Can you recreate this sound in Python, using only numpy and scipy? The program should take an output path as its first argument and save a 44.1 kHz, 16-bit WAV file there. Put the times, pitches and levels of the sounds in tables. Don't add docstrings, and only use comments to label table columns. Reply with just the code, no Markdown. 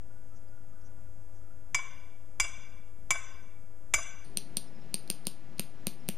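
import sys
import numpy as np
from scipy import signal
from scipy.fft import rfft, irfft, next_fast_len
from scipy.io import wavfile
from scipy.ndimage import uniform_filter1d, map_coordinates

SR = 44100
rng = np.random.default_rng(int(sys.argv[2]) if len(sys.argv) > 2 else 0)


def master(y):
    cut = np.clip(np.atleast_2d(y).T, -1, 1)
    pcm = np.round(cut * 32767)
    wavfile.write(sys.argv[1], SR, pcm.astype(np.int16))


def makeup_ratio(level_db):
    decades = np.asarray(level_db, float) / 20
    return 10 ** decades


N = 272097
CHANGE_S = 4.243


def unit(x):
    return x / np.sqrt(np.mean(x ** 2) + 1e-20)


def along(points, hz):
    f, v = np.transpose(points)
    return np.interp(np.log(hz + 1), np.log(f + 1), v)


def curve(rows):
    return np.interp(np.arange(N) / SR, *np.transpose(rows))


def wobble(rate):
    knots = rng.standard_normal(int(N * rate / SR) + 4)
    return map_coordinates(knots, [np.arange(N) * rate / SR])


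def filtered(x, response):
    n = x.shape[-1]
    m = next_fast_len(n + 8192)
    return irfft(rfft(x, m) * response(np.fft.rfftfreq(m, 1 / SR)), m)[..., :n]


def rush(spectrum, alike):
    def mid_and_side(hz):
        turn = np.arccos(np.clip(along(alike, hz), -1, 1)) / 2
        colour = makeup_ratio(along(spectrum, hz)) * (hz > spectrum[0][0])
        return colour * [np.cos(turn), np.sin(turn)]

    mid, side = filtered(rng.standard_normal((2, N)), mid_and_side)
    return unit(np.array([mid + side, mid - side]))


def ring(modes, t, scatter_db, gains_db=0):
    hz, db, t60 = np.transpose(modes)[:, :, None]
    level = db + gains_db + scatter_db * rng.standard_normal(hz.shape) - 60 * t / t60
    return np.sum(makeup_ratio(level) * np.sin(2 * np.pi * hz * t), 0)


def causal(spectrum, size=4096):
    hz = np.fft.rfftfreq(size, 1 / SR)
    cepstrum = irfft(np.log(makeup_ratio(along(spectrum, hz))), size)
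    cepstrum[1:size // 2] *= 2
    cepstrum[size // 2 + 1:] = 0
    return irfft(np.exp(rfft(cepstrum)), size)[:size // 4]


def burst(spectrum, t, t60, bounces):
    force = rng.standard_normal(len(t)) * makeup_ratio(-60 * t / t60)
    for s, db in bounces:
        force[round(s * SR)] += makeup_ratio(db)
    sound = signal.fftconvolve(force, causal(spectrum))[:len(t)]
    return sound / np.abs(sound).max()


def answer(x, decays, echoes, rise):
    hz, t, z = signal.stft(rng.standard_normal(len(x)), SR, nperseg=256)
    fading = z * makeup_ratio(-60 * t / along(decays, hz)[:, None])
    tail = signal.istft(fading, SR, nperseg=256)[1][:len(x)]
    age = np.arange(len(x)) / SR
    tail = tail * (1 - np.exp(-age / rise))
    tail = tail / np.linalg.norm(tail)
    for s, smear, top_hz, db in echoes:
        clump = rng.standard_normal(len(x)) * np.exp(-((age - s) / smear) ** 2)
        clump = makeup_ratio(db) * clump / np.linalg.norm(clump)
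        tail = tail + filtered(clump, lambda f: 1 / (1 + (f / top_hz) ** 2))
    return signal.fftconvolve(x, tail)[:len(x)]


def housing(x):
    return filtered(x, lambda hz: makeup_ratio(-10.5 * np.exp(-((hz - 4250) / 330) ** 2)))


# start in seconds, level in dB, sharpness in dB, grip of the soil in dB.
SLEDGE_BLOWS = [
    (1.746, -20.5, -3, -2.5),
    (2.3992, -19, 2, -3.5),
    (3.106, -19.5, 2, -0.5),
    (3.9381, -19.5, 5.5, 1),
]
STAKE_PITCHES = [130, 330, 672, 1070, 1530, 2095, 2294, 2770, 3450, 4925, 5181, 5700, 6100, 6270, 6580,
                 6960, 7080, 7277, 8000, 9421, 10250, 11965, 13890]
# level in dB, t60 in seconds, level sent sideways into the trees in dB.
STAKE_MODES = [(-22.5, 0.096, -13), (-26.5, 0.075, -7), (-21, 0.05, 5.5), (-10, 0.041, -1.5),
               (-18, 0.066, 4.5), (-8, 0.078, -6.5), (0, 0.12, -10.5), (-12.5, 0.059, -3.5),
               (-10, 0.031, -0.5), (-14, 0.19, -9), (-39, 0.15, -1.5), (-29, 0.075, -3.5),
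               (-9.5, 0.055, 2.5), (-30.5, .06, -7), (-30.5, 0.047, -6.5), (-20.5, 0.14, 2.5),
               (-13, 0.097, -1), (-6, 0.073, -10), (-17.5, 0.1, 1), (-9.5, 0.043, -2), (-19, 0.024, 3),
               (-22, 0.043, -5), (-29.5, .07, -5.5)]
# frequency in Hz, level in dB.
CLANK_COLOUR = [(300, -16.5), (520, -17.5), (700, -3.5), (1100, 5), (1800, -4.5), (3000, -1.5),
                (4250, -14.5), (6500, 5.5), (10000, -15.5), (15500, -46)]
# frequency in Hz, t60 in seconds.
WOODS_DECAY = [(300, 0.54), (1000, 1), (2500, 1.0), (5000, 0.82), (9000, 0.28), (14000, 0.3)]


def blows():
    out, t = np.zeros(N + 2 * SR), np.arange(SR) / SR
    pitch = np.array(STAKE_PITCHES)[:, None]
    level, t60, sent_db = np.transpose(STAKE_MODES)
    modes = np.column_stack([pitch, level, t60])
    freed_modes = modes * [1.003, 1, 5]
    onset = 1 - np.exp(-t / 0.00047)

    def beam(hz):
        return makeup_ratio(-5) / (1 + 1j * hz / 4500) ** 2

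    for s, db, sharp_db, grip_db in SLEDGE_BLOWS:
        five_db = -3 - grip_db
        seven_db = 0.87 * sharp_db
        gains_db = along([(2100, grip_db), (2290, 0), (2800, 0), (4900, five_db),
                          (6000, seven_db), (7300, seven_db), (9400, sharp_db)], pitch)
        sideways_db = gains_db + sent_db[:, None]
        clank = burst(CLANK_COLOUR, t, t60=0.051, bounces=[(.0003, 14.2), (.004, 4.6)])
        clank = makeup_ratio(grip_db + 5.5) * clank
        direct = onset * ring(modes, t, scatter_db=1, gains_db=gains_db) + clank
        after = ring(freed_modes, t, scatter_db=2, gains_db=sideways_db - 12 * (pitch < 1800))
        sideways = onset * ring(modes, t, scatter_db=1, gains_db=sideways_db) + filtered(clank, beam)
        trees = housing(answer(sideways, WOODS_DECAY, [(.046, 0.0075, 2580, 4.4)], rise=0.0032))
        blow = direct + makeup_ratio(-24 - grip_db) * after + makeup_ratio(-8.0) * trees
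        out[round(s * SR):][:len(t)] += makeup_ratio(db) * blow
    return out[:N]


# start in seconds, peak in dB, hardness in dB, rebound in dB.
HAMMER_TAPS = [
    (4.191, -19, -3, -14),
    (4.3719, -15.5, -1.5, -10),
    (4.5696, -15, 0.5, -11.5),
    (4.9424, -16, 0, -32),
    (5.1009, -14.5, 2.5, -15),
    (5.269, -14, 5.5, -31),
    (5.595, -13, 8, -26),
    (5.869, -13.5, 6.5, -19),
    (6.088, -13, 11.5, -17),
]
# start in seconds, peak in dB.
FACE_GRAZES = [
    (5.0765, -43),
    (5.2533, -43),
    (5.5823, -43),
    (6.0812, -41.5),
]
HEAD_PITCHES = [9221, 9160, 9240, 14000]
# level in dB, t60 in seconds.
HEAD_MODES = [(1, 0.0087), (-0.5, 0.024), (-35, 0.47), (-37, 0.04)]
FACE_PITCHES = [4225, 4330]
# level in dB, t60 in seconds.
FACE_MODES = [(-30.5, 0.067), (-41.5, 0.085)]
# frequency in Hz, level in dB, t60 in seconds.
SOIL_MODES = [(183.4, -27.5, 0.25), (211.4, -9.5, 0.058), (349, -8, 0.018), (494, -12.5, 0.015)]
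# frequency in Hz, level in dB.
CRACK_COLOUR = [(300, -34), (1000, -3.5), (1900, -10.5), (2600, 4.5), (4600, 10), (5700, 8), (7000, -5),
                (10500, 0), (13000, 4.5), (16500, -17.5)]
# frequency in Hz, t60 in seconds.
BANK_DECAY = [(200, 0.42), (2000, 0.27), (5000, 0.26), (9000, 0.23), (14000, 0.15)]


def taps():
    out, t = np.zeros(N + SR), np.arange(SR // 2) / SR
    late = np.clip(t - .0012, 0, 1)
    head_modes = np.column_stack([HEAD_PITCHES, HEAD_MODES])
    face_modes = np.column_stack([FACE_PITCHES, FACE_MODES])
    thud_db, head_level_db = -25, -6.5
    contacts = [(*tap, thud_db, head_level_db) for tap in HAMMER_TAPS]
    contacts += [(*graze, -6.5, -20, thud_db - 23, head_level_db - 7.5) for graze in FACE_GRAZES]
    for s, db, hard_db, rebound_db, soil_db, head_db in contacts:
        head = makeup_ratio(head_db - 0.74 * hard_db) * ring(head_modes, t, scatter_db=1)
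        head = head * (1 - np.exp(-t / 0.00013))
        face = makeup_ratio(-2 * hard_db) * ring(face_modes, t, scatter_db=1)
        colour = [(hz, gain + hard_db * (hz < 3000 or hz > 6500)) for hz, gain in CRACK_COLOUR]
        bounces = [(.0001, 13), (.00054, 24), (.0012, 24 + rebound_db)]
        click = burst(colour, t, t60=.007, bounces=bounces)
        deeper_db = 5.5 * (s - CHANGE_S)
        thud = -makeup_ratio(soil_db + deeper_db) * ring(SOIL_MODES, late, scatter_db=1)
        thud = thud * (1 - np.exp(-late / .001))
        bank = answer(click + face + makeup_ratio(-4.0) * head, BANK_DECAY, [(.011, 0.0011, 8960, 0)], rise=0.0013)
        out[round(s * SR):][:len(t)] += makeup_ratio(db) * (click + head + face + makeup_ratio(-11) * bank) + thud
    return out[:N]


# start in seconds, frequency in Hz, level in dB, t60 in seconds.
GROUND_THUMPS = [
    (2.405, 38, -35, 0.18),
    (3.111, 42.4, -39, 0.33),
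    (3.942, 49, -37, 0.29),
]


def thumps():
    out, t = np.zeros(N + SR), np.arange(SR // 2) / SR
    for s, hz, db, t60 in GROUND_THUMPS:
        wave = ring([(hz, db, t60)], t, scatter_db=5.5)
        out[round(s * SR):][:len(t)] += wave * (1 - np.exp(-t / 0.012))
    return out[:N] * makeup_ratio([[1.8], [-1.8]])


# start in seconds, length in seconds, start pitch in Hz, end pitch in Hz, level in dB.
CROW_CAWS = [
    (0.096, 0.15, 1420, 1520, -70),
    (0.31, 0.14, 1300, 1344, -71),
    (0.491, 0.19, 1460, 1370, -71),
    (0.681, 0.17, 1260, 1275, -69.5),
    (.74, 0.18, 1470, 1453, -71.5),
    (0.899, 0.273, 1450, 1410, -75),
    (1.398, 0.34, 1420, 1420, -75),
    (1.41, 0.12, 1300, 1345, -71),
]


def crows():
    out = np.zeros(N + SR)
    for s, length, start_hz, end_hz, db in CROW_CAWS:
        u = np.arange(round(length * SR)) / (length * SR)
        hoarse = unit(uniform_filter1d(rng.standard_normal(len(u)), size=500)) + 0.18
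        hz = start_hz + (end_hz - start_hz) * u
        caw = hoarse * np.sin(2 * np.pi * np.cumsum(hz) / SR)
        out[round(s * SR):][:len(u)] += makeup_ratio(db) * caw * np.sin(np.pi * u) ** 0.22
    return out[:N]


# start in seconds, top level in dB.
BIRD_NOTES = [
    (4.667, -63),
    (4.748, -66),
    (4.808, -66),
    (5.993, -66),
    (6.022, -69),
    (6.046, -76),
]


def songbird():
    note_s = 0.0245
    out, u = np.zeros(N + SR), np.arange(round(note_s * SR)) / (note_s * SR)
    blur_hz = 60 * wobble(400)
    for s, db in BIRD_NOTES:
        hz = 5000 + 450 * np.sin(np.pi * u) - 350 * u ** 2
        hz = hz + blur_hz[round(s * SR):][:len(u)]
        whistle = np.sin(2 * np.pi * np.cumsum(hz) / SR)
        out[round(s * SR):][:len(u)] += makeup_ratio(db) * whistle * np.sin(np.pi * u)
    return out[:N] * makeup_ratio(2 * wobble(90))


# start in seconds, length in seconds, centre in Hz,
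# width in Hz, level in dB.
LEAF_RUSTLES = [
    (0.334, 0.071, 6200, 1200, -70.5),
    (0.465, 0.037, 4840, 330, -77),
    (0.805, 0.024, 5370, 980, -75),
    (0.83, 0.065, 6050, 710, -69.5),
    (1.314, 0.11, 6500, 1500, -75),
    (1.574, 0.086, 7160, 80, -97),
    (4.656, 0.26, 5166, 400, -78),
    (5.022, 0.0089, 11570, 3000, -66),
    (4.216, 0.31, 408, 8.6, -63.5),
    (4.3, 1, 176, 14, -63),
]


def rustles():
    out = np.zeros(N + SR)
    for s, length, hz, width, db in LEAF_RUSTLES:
        noise = rng.standard_normal(round(length * SR))
        noise = filtered(noise, lambda f: np.exp(-((f - hz) / width) ** 2))
        out[round(s * SR):][:len(noise)] += makeup_ratio(db) * unit(noise) * np.hanning(len(noise))
    return out[:N]


# time in seconds, buffet level in dB.
WIND_BUFFETS = [(0.05, -59), (0.55, -61), (1.11, -56), (2.19, -60), (3.3, -54.5), (3.69, -61),
                (4.08, -56.5), (4.36, -60.5), (5.0, -67), (5.22, -68.5), (5.88, -65), (6.1, -75)]
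# frequency in Hz, level in dB per Hz.
WIND_COLOUR = [(3, -10), (10, 17), (25, 23.5), (45, 20), (70, 22), (110, -33.5)]


def low_wind():
    return makeup_ratio(curve(WIND_BUFFETS) + 2 + [[.8], [-.8]]) * rush(WIND_COLOUR, [(30, 1.0)])


# frequency in Hz, level in dB per Hz.
FAR_AIR_COLOUR = [(41, -35), (70, -7), (108, -1.5), (131, -12), (186, -9), (269, -15.5), (550, -17),
                  (587, -17.5), (1080, -26.5), (1430, -25.5), (1660, -30), (2350, -34), (4130, -43.5),
                  (6380, -37), (12500, -39), (16200, -68.5), (22000, -120)]
# frequency in Hz, left-right likeness from 0 to 1.
FAR_AIR_LIKENESS = [(60, 0.95), (130, 1), (290, 0.98), (640, 0.99), (1410, 0.92), (3100, 0.81),
                    (6820, 0.85), (15000, 0.23)]


def far_air():
    return housing(makeup_ratio(-59.5 + 0.2 * wobble(5.38)) * rush(FAR_AIR_COLOUR, FAR_AIR_LIKENESS))


# frequency in Hz, level in dB per Hz.
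NEAR_AIR_COLOUR = [(41, -52), (70, -3.5), (167, 0.5), (320, -6), (472, -12), (698, -12), (867, -17.5),
                   (1050, -18.5), (1430, -21), (2400, -22.5), (3550, -28.5), (5360, -31.5), (6660, -34.5),
                   (9430, -38), (12500, -43), (16200, -101), (22000, -120)]
# frequency in Hz, left-right likeness from 0 to 1.
NEAR_AIR_LIKENESS = [(60, 1), (130, 0.98), (290, 0.97), (640, 0.97), (1410, 0.98), (3100, 0.97),
                     (6820, 0.91), (15000, 0.85)]


def near_air():
    return makeup_ratio(-54.5 + 0.69 * wobble(15)) * rush(NEAR_AIR_COLOUR, NEAR_AIR_LIKENESS)


# time in seconds, level in dB.
HUM_LEVELS = [(0, -62.5), (1.5, -58.5), (2, -75.5), (4.2, -66)]


def far_hum():
    phase = 2 * np.pi * 102 * np.arange(N) / SR + 1.2 * wobble(7.4)
    return makeup_ratio(curve(HUM_LEVELS) + 2.2 * wobble(27)) * np.sin(phase)


# frequency in Hz, level in dB rms.
MOTOR_LINES = [(4764, -97), (6621, -89), (7165, -87), (7375, -96), (7865, -90), (8452, -91), (8484, -93)]


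def camera_whine():
    out, t = np.zeros(N), np.arange(N) / SR
    for hz, db in MOTOR_LINES:
        strength = makeup_ratio(db + 3 + 2.5 * wobble(30))
        out += strength * np.sin(2 * np.pi * hz * t + .7 * wobble(20))
    return out


# frequency in Hz, level in dB per Hz.
HISS_COLOUR = [(11500, -30), (12800, 0), (14500, -2), (15300, -5)]


def preamp_hiss():
    return makeup_ratio(-86) * rush(HISS_COLOUR, [(13000, .5)])


def scene():
    near = np.clip((np.arange(N) / SR - CHANGE_S) / .01, 0, 1)
    far_scene = blows() + camera_whine() + far_hum() + preamp_hiss() + far_air()
    near_scene = taps() + near_air()
    places = np.sqrt(1 - near) * far_scene + np.sqrt(near) * near_scene
    return places + thumps() + crows() + songbird() + rustles() + low_wind()


def band_limit(x):
    return signal.sosfilt(signal.butter(12, 16820, fs=SR, output="sos"), x)


CONVERTER_OFFSET = [
    [.0323],
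    [.0127],
]


def record(dry):
    quiet_hz, air_hz, loud_hz = 12800, 15200, 16600
    hz, t, z = signal.stft(dry, SR, nperseg=512)
    treble = np.sum(np.abs(z[0, (hz > 2000) & (hz < quiet_hz)]) ** 2, 0)
    treble = uniform_filter1d(treble, size=5)
    lucky = uniform_filter1d(rng.standard_normal(z.shape[1:]), size=6, axis=0) > .9
    edge_hz = np.where((treble > makeup_ratio(-132)) | (t > CHANGE_S), air_hz, quiet_hz)
    edge_hz = np.where(treble > makeup_ratio(-86), loud_hz, edge_hz)
    keep = (hz[:, None] < edge_hz) | lucky & (hz[:, None] < air_hz)
    gated = signal.istft(z * keep, SR, nperseg=512)[1][:, :N]
    return band_limit(gated + CONVERTER_OFFSET)


dry = scene()
out = record(dry)
master(out)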